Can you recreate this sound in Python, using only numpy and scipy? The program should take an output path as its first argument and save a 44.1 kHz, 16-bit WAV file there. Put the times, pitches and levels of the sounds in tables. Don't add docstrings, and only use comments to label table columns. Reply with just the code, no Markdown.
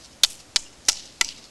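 import sys
import numpy as np
from scipy import signal
from scipy.fft import rfft, irfft, next_fast_len
from scipy.io import wavfile
from scipy.ndimage import map_coordinates

SR = 44100
rng = np.random.default_rng(int(sys.argv[2]) if len(sys.argv) > 2 else 0)


def transcribe(signal):
    frames = np.atleast_2d(signal).T
    limited = np.clip(frames, -1, 1)
    pcm = np.round(limited * 32767).astype(np.int16)
    wavfile.write(sys.argv[1], SR, pcm)


N = 66150
T = np.arange(N) / SR
PAD = next_fast_len(N + 4096, real=True)
HZ = np.fft.rfftfreq(PAD, 1 / SR)
ATTACK_S, BASS_HZ, TREBLE_HZ = 0.00034, 1200, 7500

# t/s, gain/dB, resonance f/Hz, its lift/dB, its width/octaves, bass/dB, treble/dB,
# ring gain/dB, ring tilt/(dB per octave), echo gain/dB
TAPS = [(0.2346, -6.5, 4080, 10, 0.3, -1.5, -1, -1, 4, -25),
        (.5600, -5.5, 4310, 9.5, 0.27, -0.5, -7.5, -7, 0.5, -22),
        (0.8846, -11.5, 5550, 5, 0.256, 2.5, -1, -1.5, -0.5, -18),
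        (1.209, -7.5, 2650, 4.5, 0.54, 2.5, 0, 5, -1.5, -17.5)]


def amp(db):
    return 10 ** (np.asarray(db) / 20)


def unit(x):
    return x / np.sqrt(np.mean(x ** 2) + 1e-20)


def along(points, hz):
    f, v = np.transpose(points)
    return np.interp(np.log(hz + 1), np.log(f + 1), v)


def filtered(x, response):
    return irfft(rfft(x, PAD) * response, PAD)[:N]


def causal(gain):
    cepstrum = irfft(np.log(np.maximum(gain, 1e-6)), PAD)
    cepstrum[1:PAD // 2] *= 2
    cepstrum[PAD // 2 + 1:] = 0
    return np.exp(rfft(cepstrum))


def hump(hz, octaves):
    return 1 / (1 + (np.log2((HZ + 1) / hz) / octaves) ** 2)


def noise(gain):
    return unit(filtered(rng.standard_normal(N), gain))


def burst(start, t60):
    out = np.zeros(N)
    live = slice(round(start * SR), round((start + 2 * t60) * SR))
    age = np.maximum(T[live] - start, 0)
    out[live] = (1 - np.exp(-age / ATTACK_S)) * np.exp(-np.log(1000) * age / t60)
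    return out


def air():
    # f/Hz, relative density level/dB
    spectrum = [(25, -4), (50, 0), (100, -1), (170, -3.5), (280, -0.5), (420, -8), (520, -5), (700, -7.5),
                (1000, -11), (1600, -13), (3000, -13.5), (5500, -12.5), (7000, -13.5), (11500, -24.5),
                (15000, -39)]
    waver_db = 0.24 * map_coordinates(rng.standard_normal(32), [T * 10])
    return amp(-50.5 - waver_db) * noise(amp(along(spectrum, HZ)))


def grit():
    # t/s, level before filtering/dB, f/Hz, t60/s
    ticks = [(0.8522, -28, 6530, 0.0044), (0.8621, -30.5, 6000, 0.0091), (0.8713, -32, 6040, 0.0046),
             (.9190, -10.5, 6100, 0.0059), (0.9296, -15, 5900, 0.0061), (0.956, -28, 5500, .005),
             (1.2464, -14.5, 6000, 0.0085), (1.2822, -26.5, 5170, 0.0065), (1.2890, -21.5, 4560, .013)]
    # peak t/s, level before filtering/dB, rise/s, t60/s, f/Hz, width/octaves
    scuffs = [(0.053, -46, 0.079, 0.138, 4980, 0.49), (.13, -52, 0.0227, 0.157, 5450, 0.42),
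              (.265, -34, 0.0122, 0.093, 7500, .5), (.308, -35.5, .025, 0.261, 7600, 0.87),
              (.403, -42.5, .012, 0.072, 5700, .6), (0.59, -36.5, .012, 0.24, 7000, 0.25),
              (.658, -47.5, 0.0062, 0.074, 2800, .11), (0.914, -31, 0.019, 0.087, 6060, 0.46),
              (.975, -40, 0.054, 0.67, 4590, 0.44), (1.253, -35.5, .02, .2, 5340, 0.3),
              (1.305, -40.5, 0.028, 0.25, 3900, 0.59), (1.38, -46.5, 0.021, .2, 4600, 0.36),
              (1.449, -44, .025, 0.136, 4545, 0.36)]
    grain_db, grains_per_s = 3.5, 550
    out = sum(amp(db) * burst(at, t60) * noise(hump(hz, octaves=0.35)) for at, db, hz, t60 in ticks)
    bass_cut = 1 / (1 + (BASS_HZ / (HZ + 1)) ** 2)
    for at, db, rise, t60, hz, octaves in scuffs:
        swell = np.exp(np.minimum((T - at) / rise, np.log(1000) * (at - T) / t60))
        roughness = map_coordinates(rng.standard_normal(N // 8), [T * grains_per_s], order=1)
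        grains = unit(amp(grain_db * roughness))
        out += amp(db) * swell * grains * noise(hump(hz, octaves) * bass_cut)
    hollow_undertone = amp(7.5 * hump(hz=2800, octaves=0.16))
    treble_cut = 1 / np.hypot(1, (HZ / 10000) ** 2)
    return filtered(out, hollow_undertone * treble_cut)


def stick():
    # t/s, relative level/dB, crunch t60/s
    contacts = [(0.2341, -1.5, 0.014), (0.2356, 4, 0.0085), (0.2381, -2, 0.0152), (.2395, -5, 0.0069),
                (.2410, -6, 0.013), (0.2466, -1.5, 0.0092), (.5600, 5.5, 0.0062), (0.5619, -5, 0.019),
                (0.5655, -3, 0.013), (.8843, -1.5, 0.025), (0.8862, 4, 0.02), (0.8893, 1.5, 0.024),
                (0.892, -6, 0.025), (0.8966, 2, 0.01), (1.211, -1, 0.0082), (1.2123, 0, 0.0089),
                (1.213, -3.5, 0.01134)]
    # f/Hz, relative density level/dB
    crunch_spectrum = [(120, -38), (320, -9), (480, -20), (740, -6), (1080, -11), (1750, -6), (2800, -2.5),
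                       (4500, 0), (7000, -1.5), (8500, -5.5), (10000, -7), (11500, -12.5), (15000, -13.5)]
    out = np.zeros(N)
    starts = np.array([row[0] for row in TAPS])
    bass_shelf = 1 / (1 + (HZ / BASS_HZ) ** 2)
    treble_shelf = (1 + np.tanh(2 * np.log2((HZ + 1) / TREBLE_HZ))) / 2
    for i, tap in enumerate(TAPS):
        _, db, hz, lift_db, octaves, bass_db, treble_db, ring_db, tilt_db, echo_db = tap
        touches = [row for row in contacts if np.argmin(abs(starts - row[0])) == i]
        force = np.sqrt(sum((amp(level) * burst(at, t60)) ** 2 for at, level, t60 in touches))
        ring = amp(ring_db - 15.5) * shaft(touches, tilt_db)
        crunch = force * noise(amp(along(crunch_spectrum, HZ)))
        echo = amp(echo_db) * street(crunch + amp(-8) * ring)
        colour_db = lift_db * hump(hz, octaves) + bass_db * bass_shelf + treble_db * treble_shelf
        out += filtered(crunch + ring + echo, causal(amp(db + colour_db)))
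    return out


def shaft(touches, tilt_db):
    # f/Hz, relative level/dB, t60/s
    modes = [(349, -25.5, 0.044), (923.8, -15, 0.0353), (1357, -8, 0.04), (2000, -2.5, 0.0265),
             (2265, -8, 0.0213), (2952, -6.5, 0.028), (3169, -3, 0.02), (3533, -1, 0.019),
             (3714, -2.5, 0.0167), (4078, -5, 0.016), (4540, 3, 0.022), (5016, -2, 0.014),
             (5705, -5.5, 0.03), (6724, 1.5, 0.015)]
    pivot_hz, scatter_db = 3700, 2.76
    hz, db, t60 = np.transpose(modes)[:, :, None]
    start = min(row[0] for row in touches)
    t, out = T[:SR // 10], np.zeros(N + SR)
    energy = 0
    for at, level, _ in touches:
        age = np.maximum(t + start - at, 0)
        envelope = (1 - np.exp(-age / ATTACK_S)) * np.exp(-np.log(1000) * age / t60)
        energy += (amp(level) * envelope) ** 2
    strength = amp(db + tilt_db * np.log2(hz / pivot_hz) + scatter_db * rng.standard_normal(hz.shape))
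    tones = np.sin(2 * np.pi * (hz * t + rng.random(hz.shape)))
    out[round(start * SR):][:len(t)] = (strength * np.sqrt(energy) * tones).sum(0)
    return out[:N]


def street(x):
    # f/Hz, t60/s
    decay_times = [(300, 0.01), (2000, .6), (5000, 0.47), (11000, .45)]
    # delay t/s, level re the diffuse tail/dB, smear t60/s
    walls = [(0.01, -2.5, .03), (.066, -13.5, 0.14), (.165, -16, .05)]
    # f/Hz, gain/dB
    colour = [(200, 7), (800, 8), (1400, -3.5), (2100, -2.5), (2850, 4), (3700, -8.5), (5700, 2.5),
              (7200, 3.5), (11000, -5.5)]
    hz, t, spectra = signal.stft(rng.standard_normal(N), SR, nperseg=256)
    decay = np.exp(-np.log(1000) * t / along(decay_times, hz)[:, None])
    tail = unit(signal.istft(spectra * decay, SR, nperseg=256)[1][:N])
    for delay, db, smear in walls:
        tail += amp(db) * unit(rng.standard_normal(N) * burst(delay, smear))
    reflected = signal.fftconvolve(x, tail)[:N] / np.sqrt(N)
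    return filtered(reflected, amp(along(colour, HZ)))


def thump():
    rise_s, fall_s, hold_s, low_cut_hz = 0.00187, 0.057, 0.0483, 2.4
    swell = np.zeros(N)
    for at, *_ in TAPS:
        age = np.maximum(T - at, 0)
        release = (1 - np.tanh((T - at - hold_s) / rise_s / 2)) / 2
        swell += (1 - np.exp(-age / rise_s)) * np.exp(-age / fall_s) * release
    return amp(-32.5) * filtered(swell, 1j * HZ / (low_cut_hz + 1j * HZ))


def scene():
    return (stick() + thump() + grit() + air())[None]


def record(dry):
    shelf_hz, shelf_db, ceiling, top_hz = 11900, -15, 0.96, 16000
    dulled = filtered(dry[0], amp(shelf_db * np.clip((HZ - shelf_hz) / 200 + .5, 0, 1)))
    clipped = dulled / (1 + (dulled / ceiling) ** 6) ** (1 / 6)
    return filtered(clipped, np.clip((top_hz - HZ) / 400 + .5, 0, 1))[None]


dry = scene()
out = record(dry)
transcribe(out)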